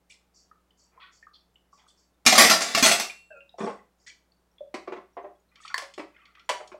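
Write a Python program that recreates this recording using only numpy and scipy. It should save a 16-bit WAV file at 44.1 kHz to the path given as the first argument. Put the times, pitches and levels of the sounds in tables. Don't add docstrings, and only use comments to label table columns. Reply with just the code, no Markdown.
import sys
import numpy as np
from scipy import signal
from scipy.fft import rfft, irfft
from scipy.io import wavfile
from scipy.ndimage import uniform_filter1d, minimum_filter1d

SR = 44100
rng = np.random.default_rng(int(sys.argv[2]) if len(sys.argv) > 2 else 0)


def pcm_store(signal):
    levels = np.round(np.clip(np.atleast_2d(signal), -1, 1) * 32767)
    wavfile.write(sys.argv[1], SR, levels.astype(np.int16).T)


N = 299423
TIME = np.arange(N) / SR
AGE = np.arange(SR) / SR

# pitch in Hz, level in dB.
SPOON = [(1782, -33.5), (2159, -27), (3560, -32), (4221, -27), (4960, -33.5), (5356, -30.5), (7031, -33.5),
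         (7440, -27.5)]
KNIFE = [(1803, -37), (1949, -33.5), (2045, -35), (2159, -35.5), (3973, -42.5), (5150, -37.5),
         (5340, -36.5), (7440, -38.5), (9819, -36), (10713, -44.5), (11181, -43.5)]
FORK = [(2466, -43.5), (2649, -47), (3693, -41.5), (4231, -42), (6230, -40.5), (7450, -42.5), (7957, -41.5),
        (8690, -43.5), (11208, -48.5)]
TEASPOON = [(1798, -11.5), (4860, -0.5), (5507, -4), (6137, -2), (6395, -7), (7477, -4.5)]


def from_db(db):
    return 10 ** (np.asarray(db) / 20)


def rms_one(x):
    return x / np.sqrt(np.mean(x ** 2) + 1e-20)


def attack_one(x):
    return x / np.sqrt(np.mean(x[:SR // 40] ** 2) + 1e-20)


def fade(t60, age=AGE):
    return from_db(-60 * age / max(t60, 1e-3))


def onset(onset_s):
    return 1 - np.exp(-AGE / onset_s)


def add(track, s, sound):
    start = round(s * SR)
    track[start:start + len(sound)] += sound[:len(track) - start]


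def at_hz(points, hz):
    curve_hz, values = np.array(points).T
    return np.interp(np.log(hz + 1e-9), np.log(curve_hz), values)


def cut(x, hz, kind, order=2):
    sos = signal.butter(order, np.clip(hz, 10, .45 * SR), kind, fs=SR, output="sos")
    return signal.sosfilt(sos, x + 1e-18)


def convolve(x, response):
    return signal.fftconvolve(x, response)[:len(x)]


def body(colour, peaks=()):
    size = 8192
    hz = np.arange(size // 2 + 1) * SR / size
    db = at_hz(colour, hz)
    for centre, width, peak_db in peaks:
        db = db + peak_db / (1 + (2 * (hz - centre) / width) ** 2)
    cepstrum = irfft(np.log(from_db(db)))
    cepstrum[1:size // 2] *= 2
    return irfft(np.exp(rfft(cepstrum[:size // 2], size)))


def sheet(t60, crack_db):
    return rng.standard_normal(len(AGE)) * (fade(t60) + from_db(crack_db) * fade(0.015))


def bounces(chatter_s, per_s, size):
    hits = rng.random(len(AGE)) < per_s / SR
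    train = hits * rng.normal(0, size, len(AGE)) * np.exp(-AGE / max(chatter_s, 1e-3))
    train[0] = 1
    return train


def ring(hz, t60):
    return np.sin(2 * np.pi * hz * AGE) * fade(t60) * rng.choice([-1, 1])


def struck(contacts, modes, spread_db):
    out, at = np.zeros(len(AGE)), np.flatnonzero(contacts)
    for hz, db, t60 in modes:
        drive = np.full(len(AGE), 1e-18)
        strengths = from_db(db + spread_db * rng.standard_normal(len(AGE) // 20)[:len(at)])
        drive[at] = contacts[at] * strengths * rng.choice([-1, 1])
        r, w = fade(t60, 1 / SR), 2 * np.pi * hz / SR
        out += signal.lfilter([0, np.sin(w)], [1, -2 * r * np.cos(w), r * r], drive)
    return attack_one(out)


def bubble(hz, t60, rise, swell_cycles=1.04):
    age = AGE[:int(np.clip(2 * t60, .002, .5) * SR)]
    phase = 2 * np.pi * np.cumsum(hz * (1 + rise * age / t60)) / SR
    return np.sin(phase) * fade(t60, age) * (1 - np.exp(-age * hz / swell_cycles))


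def swarm(level_db, low_hz, high_hz, length_s, bubbles_per_s, cycles, hiss_db, swell):
    fizz, span = np.zeros(SR), np.clip(2 * length_s, .02, .4)
    for when, pitch in rng.random((int(bubbles_per_s * span) + 1, 2)):
        hz = low_hz * (high_hz / low_hz) ** pitch
        add(fizz, when * span, bubble(hz, cycles / hz, rise=.03))
    fizz = rms_one(fizz[:int(span * SR)])
    hiss = cut(rng.standard_normal(len(fizz)), low_hz, "high", order=8)
    hiss = rms_one(cut(hiss, high_hz, "low", order=8))
    progress = AGE[:len(fizz)] / max(length_s, 1e-3)
    squeeze = (1 - np.exp(-progress / swell)) * np.exp(-progress ** 2)
    return from_db(level_db) * (fizz + from_db(hiss_db) * hiss) * squeeze


def cutlery(ring_t60=0.19, basin_t60=0.21, modes_db=-8.0, basin_db=-3, crack_db=1, spread_db=2,
            jostle_db=-8, jostle_t60=.1, jostle_db_per_octave=-2, note_t60=0.1, onset_s=0.0011):
    # start in seconds, level in dB, chatter in seconds,
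    # note of the spot of floor it hits in Hz, level of that note in dB against the blow, modes of the piece.
    landings = [(2.252, -33, .027, 720, -11.5, TEASPOON), (2.263, -9, .0052, 242, -13.5, SPOON),
                (2.324, -16.5, .0059, 742, -1.5, SPOON), (2.353, -18.5, .0073, 1254, -7, SPOON),
                (2.379, -7, .009, 1132, -9, KNIFE), (2.400, -11.5, .025, 642, -11, KNIFE),
                (2.445, -18, 0.018, 563, -9.5, KNIFE), (2.497, -15.5, 0.0028, 2635, -10.5, TEASPOON),
                (2.510, -17, .014, 1349, -5.5, TEASPOON), (2.606, -24, 0.017, 1100, -9.5, TEASPOON),
                (2.663, -34.5, 0.07, 680, -4.5, TEASPOON), (2.748, -20, .0041, 1148, -9, SPOON),
                (2.774, -22, 0.033, 682, -5.5, FORK), (2.825, -14.5, 0.026, 256, -9, FORK),
                (2.851, -16, .04, 665, -9, FORK), (2.913, -18.5, .0051, 693, -3.5, FORK),
                (2.997, -24.5, 0.0026, 722, -21, FORK)]
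    # frequency in Hz, level in dB.
    steel_colour = [(30, -27.5), (120, -22.5), (190, -8), (900, -6), (2200, 1.5), (3200, -1), (5400, 2.5),
                    (7800, -5), (11000, -12.5), (16000, -19)]
    # centre in Hz, width in Hz, height in dB.
    steel_peaks = [(240, 41, 5.5), (680, 310, 7.8), (1164.6, 130, 5.3), (1374, 45, 3.9), (2004, 130, 4.6)]
    firm_db = -14.5
    jostle_low_hz, jostle_high_hz = 1798, 12580
    out, steel = np.zeros(N), body(steel_colour, steel_peaks)
    for s, level_db, chatter_s, note_hz, note_db, modes in landings:
        force_db = level_db - firm_db
        boom_db = 6 - 0.12 * force_db - 2.5 * (modes == FORK)
        treble_db = -6 + 0.47 * force_db + 5.5 * (modes == KNIFE)
        contacts = bounces(chatter_s, per_s=380, size=.8)
        piece = [(hz, db, ring_t60 * (4000 / hz) ** 0.32) for hz, db in modes]
        blow = from_db(modes_db) * struck(contacts, piece, spread_db)
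        neighbours = [(hz, jostle_db_per_octave * np.log2(hz / jostle_low_hz), jostle_t60)
                      for hz in rng.uniform(jostle_low_hz, jostle_high_hz, size=12)]
        blow += from_db(jostle_db) * struck(contacts, neighbours, spread_db)
        basin = convolve(contacts, convolve(sheet(basin_t60, crack_db), steel))
        blow += from_db(basin_db) * attack_one(basin)
        blow += (from_db(boom_db) - 1) * cut(blow, 1000, "low", order=1)
        blow += (from_db(treble_db) - 1) * cut(blow, 11000, "high", order=1)
        blow += from_db(note_db) * attack_one(ring(note_hz, note_t60))
        add(out, s, from_db(level_db) * blow * onset(onset_s))
    return out


def tines(struck_s=2.86, beat_hz=11, partner=0.29):
    # pitch in Hz, level in dB, t60 in seconds.
    tine_modes = [(2730, -33, .68), (4377, -28.5, .5), (7700, -35, .62), (9830, -33, .48)]
    out = np.zeros(N)
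    for hz, db, t60 in tine_modes:
        neighbour = ring(hz + beat_hz * (.5 + rng.random()), t60)
        add(out, struck_s, from_db(db) * (ring(hz, t60) + partner * neighbour))
    return out


def knocks(basin_t60=0.11, crack_db=2, thump_db=-3, thump_t60=0.081, cushion=4):
    # start in seconds, level in dB, dull above this Hz, pitch of the dish's thump in Hz.
    bumps = [(3.582, -40, 900, 518), (3.603, -32, 1314, 215), (3.630, -31, 594, 198.5),
             (3.665, -31.5, 855, 487), (3.690, -37.5, 867, 609.5), (4.741, -33.5, 2686, 346),
             (4.874, -35.5, 1300, 352), (4.921, -36, 1500, 366), (4.961, -42.5, 1200, 363),
             (5.167, -36.5, 783, 696), (5.238, -40.5, 600, 591.6), (5.780, -39, 3500, 1126),
             (5.821, -43, 4060, 555), (5.978, -38.5, 3260, 379), (5.993, -37.5, 1870, 302),
             (6.491, -26, 4020, 975), (6.497, -30, 2184, 537), (6.599, -42.5, 1090, 740),
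             (6.717, -47, 1800, 364)]
    # frequency in Hz, level in dB.
    filled_colour = [(40, -15), (200, 0), (700, 2.5), (1100, -3), (1600, -5.5), (2300, -2), (3500, -6),
                     (8000, -1), (15000, -9)]
    # centre in Hz, width in Hz, height in dB.
    filled_peaks = [(393, 20, 6), (606, 24, 3.8), (717, 21, 4.1), (1075, 210, 6.7), (2020, 1000, 2.1)]
    out, filled = np.zeros(N), body(filled_colour, filled_peaks)
    for s, level_db, dull_hz, thump_hz in bumps:
        chatter_s = 0.012 * (980 / dull_hz) ** 0.62
        contacts = bounces(chatter_s, per_s=360, size=.6)
        blow = convolve(contacts, convolve(sheet(basin_t60, crack_db), filled))
        blow = cut(blow, dull_hz, "low", order=2)
        blow = attack_one(cut(blow, 0.61 * thump_hz, "high", order=3))
        blow += from_db(thump_db) * attack_one(ring(thump_hz, thump_t60))
        blow = cut(blow * onset(cushion / dull_hz), [0.5 * thump_hz, 4.6 * dull_hz], "band")
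        add(out, s, from_db(level_db) * attack_one(blow))
    return out


def clink(crack_t60=0.025, low_hz=480, high_hz=6000, onset_s=0.00057):
    # start in seconds, level in dB, crack of the contact in dB against the modes' scale.
    contacts = [(5.7427, -13.5, -9.5), (5.779, -28, 10)]
    # pitch in Hz, level in dB, t60 in seconds.
    dish_modes = [(1070, -5.5, 0.026), (1755, -0.5, 0.021), (2050, -7, 0.024), (4450, -7.5, 0.018)]
    out = np.zeros(N)
    for s, level_db, crack_db in contacts:
        crack = cut(rng.standard_normal(len(AGE)) * fade(crack_t60), high_hz, "low")
        blow = sum(from_db(db) * ring(hz, t60) for hz, db, t60 in dish_modes)
        blow = (blow + from_db(crack_db) * crack) * onset(onset_s)
        add(out, s, from_db(level_db) * cut(blow, low_hz, "high", order=4))
    return out


def bowl(t60=0.2, rough=0.57, flutter_hz=70):
    # start in seconds, level in dB.
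    touches = [(3.304, -42), (3.355, -51)]
    # pitch in Hz, level in dB, share of the sag (exponent of the pitch ratio).
    bowl_modes = [(630, 1, 1.22), (1580, -2.5, 1.29), (2694, -5, 0.65)]
    # time in seconds, pitch ratio.
    dip = [(3.32, 1), (3.355, .905)]
    taps = np.zeros(N)
    for s, level_db in touches:
        add(taps, s, from_db(level_db) * fade(t60) * onset(0.0076))
    ratio = np.interp(TIME, *np.transpose(dip))
    out = np.zeros(N)
    for hz, db, sag in bowl_modes:
        tone = np.sin(2 * np.pi * hz * np.cumsum(ratio ** sag) / SR)
        flutter = 1 + rough * rms_one(cut(rng.standard_normal(N), flutter_hz, "low"))
        out += from_db(db) * tone * flutter
    return taps * out


def ticks(t60=0.042, onset_s=0.00068, width=1.5):
    # start in seconds, level in dB, centre of the band in Hz (edges are width times off).
    scrapes = [(5.556, -59, 2910), (5.655, -54.5, 2960), (5.678, -48.5, 3330), (5.938, -54, 4000),
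               (6.254, -60, 2700), (6.351, -58.5, 2300), (6.394, -59, 2680), (6.674, -58, 4600)]
    out = np.zeros(N)
    for s, level_db, hz in scrapes:
        scrape = rng.standard_normal(len(AGE)) * fade(t60) * onset(onset_s)
        scrape = cut(scrape, hz / width, "high", order=4)
        scrape = cut(scrape, hz * width, "low", order=4)
        add(out, s, from_db(level_db) * attack_one(scrape))
    return out


def drips(cycles=42, rise=0.084, spray_db=-11, spray_spread=0.248, swell_cycles=4, gain_db=3):
    # start in seconds, level in dB ahead of gain_db, pitch in Hz.
    drops = [(0.513, -39, 1234), (0.707, -52, 3000), (0.976, -39, 1014), (1.227, -38.5, 1780),
             (1.268, -35, 1205), (1.557, -46, 2900), (1.729, -40, 1120), (1.865, -49, 1200),
             (3.098, -24, 2370), (3.406, -38, 2673), (3.493, -44, 3720), (3.541, -36, 700),
             (3.790, -47, 1934), (4.320, -54, 4395), (4.583, -44.5, 3380), (4.607, -22.5, 573),
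             (5.602, -42, 1225), (5.650, -30.5, 1250), (5.701, -32, 1410), (6.164, -43.5, 2106),
             (6.372, -44, 1197), (6.743, -27.5, 604)]
    out = np.zeros(N)
    for s, level_db, hz in drops:
        t60 = cycles / np.sqrt(hz * 1500)
        add(out, s, from_db(level_db) * bubble(hz, t60, rise, swell_cycles))
        for delay, detune in zip(rng.uniform(0, 0.0071, size=4), rng.normal(0, spray_spread, size=4)):
            spray = bubble(hz * np.exp(detune), t60 / 2, rise, swell_cycles)
            add(out, s + delay, from_db(level_db + spray_db) * spray)
    return from_db(gain_db) * out


def suds():
    # start in seconds, level in dB.
    strokes = [(0.336, -58), (.769, -62.5), (1.111, -61.5), (1.716, -63.5), (1.959, -66), (3.98, -66.5)]
    # start in seconds, level in dB, pitch of the biggest bubbles in Hz,
    # pitch of the smallest in Hz, length in seconds.
    splashes = [(.094, -51.5, 1960, 8940, 0.043), (0.912, -65.5, 448, 2540, 0.12),
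                (0.995, -49.5, 1003, 4160, 0.078), (1.333, -56.5, 3210, 4950, 0.041),
                (1.773, -61, 600, 3900, 0.06), (1.874, -59, 3040, 9100, 0.038),
                (3.577, -51, 3090, 9170, .11), (4.063, -43, 1597, 7510, 0.035),
                (5.598, -56.5, 2500, 9030, 0.1)]
    out = np.zeros(N)
    for s, level_db in strokes:
        add(out, s, swarm(level_db, low_hz=4440, high_hz=7750, length_s=0.083,
                          bubbles_per_s=900, cycles=190, hiss_db=-8.5, swell=0.28))
    for s, level_db, low_hz, high_hz, length_s in splashes:
        add(out, s, swarm(level_db, low_hz, high_hz, length_s,
                          bubbles_per_s=360, cycles=100, hiss_db=-4.5, swell=0.2))
    return out


def gurgle(level_db=-3.5, per_s=200, low_hz=1100, high_hz=3100, db_per_octave=2, range_db=4, cycles=85,
           wash_db=-11):
    # time in seconds, level in dB ahead of level_db.
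    stirring = [
        [(5.5, -68.5), (5.73, -48)],
        [(6.14, -56), (6.346, -67.5), (6.384, -52.5), (6.44, -61)],
    ]
    out = np.zeros(N)
    for spell in stirring:
        s, db = np.transpose(spell)
        water, span = np.zeros(2 * SR), s[-1] - s[0]
        for when, pitch, size in rng.random((int(per_s * span), 3)):
            hz = low_hz * (high_hz / low_hz) ** pitch
            strength = from_db(db_per_octave * np.log2(hz / low_hz) + range_db * size)
            add(water, when * span, strength * bubble(hz, cycles / hz, rise=.05, swell_cycles=4))
        water = rms_one(water[:int(span * SR)])
        wash = cut(rng.standard_normal(len(water)), [low_hz, 3000], "band")
        water += from_db(wash_db) * rms_one(wash)
        stir_db = np.interp(s[0] + AGE[:len(water)], s, db)
        add(out, s[0], water * from_db(level_db + stir_db))
    return out


def lapping(per_s=14, faintest_db=-63, range_db=6, low_hz=600, high_hz=7500, t60=0.025):
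    out = np.zeros(N)
    for when, pitch, size in rng.random((int(per_s * N / SR), 3)):
        blip = bubble(low_hz * (high_hz / low_hz) ** pitch, t60, rise=0.081, swell_cycles=18)
        add(out, when * TIME[-1], from_db(faintest_db + range_db * size) * blip)
    return out


def off_the_wall(x):
    # delay in seconds, gain in dB.
    wall_echo = (.0009, -7.5)
    delay_s, gain_db = wall_echo
    reflection = from_db(gain_db) * np.interp(TIME - delay_s, TIME, x)
    return (x + reflection) / np.hypot(1, from_db(gain_db))


def kitchen(x):
    # frequency in Hz, t60 in seconds.
    room_t60 = [(2800, 0.31), (14000, 0.29)]
    edges = np.geomspace(80, 19000, 9)
    tail = np.zeros(len(AGE))
    for low, high in zip(edges, edges[1:]):
        noise = cut(rng.standard_normal(len(AGE)), [low, high], "band")
        tail += noise * fade(at_hz(room_t60, np.sqrt(low * high)))
    tail *= onset(0.0049)
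    return convolve(x, tail / np.sqrt(np.sum(tail ** 2)))


def background(air_db=-72.5):
    # frequency in Hz, rms level in dB.
    hum_tones = [(60, -75), (180, -80)]
    # frequency in Hz, level in dB.
    air_colour = [(25, -10.5), (300, -6.5), (1000, -12), (2500, -22), (15000, -30.5)]
    hum = np.zeros(N)
    for hz, db in hum_tones:
        hum += from_db(db) * np.sqrt(2) * np.sin(2 * np.pi * (hz * TIME + rng.random()))
    air = rms_one(convolve(rng.standard_normal(N), body(air_colour)))
    return hum + from_db(air_db) * air


def scene(empty_wet_db=-6, filled_wet_db=-6):
    empty_basin = cutlery() + tines()
    small_sounds = off_the_wall(ticks() + suds() + gurgle() + lapping())
    filled_basin = knocks() + clink() + drips() + bowl() + small_sounds
    echo = kitchen(from_db(empty_wet_db) * empty_basin + from_db(filled_wet_db) * filled_basin)
    return (empty_basin + filled_basin + echo + background())[None]


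def record(dry, ceiling=0.8, cutoff_hz=15900):
    span = SR // 1000
    needed = np.minimum(1, ceiling / (np.abs(dry) + 1e-9))
    gain = uniform_filter1d(minimum_filter1d(needed, span), span)
    steep_cut = signal.ellip(10, .1, 80, cutoff_hz, fs=SR, output="sos")
    return signal.sosfilt(steep_cut, dry * gain)


dry = scene()
out = record(dry)
pcm_store(out)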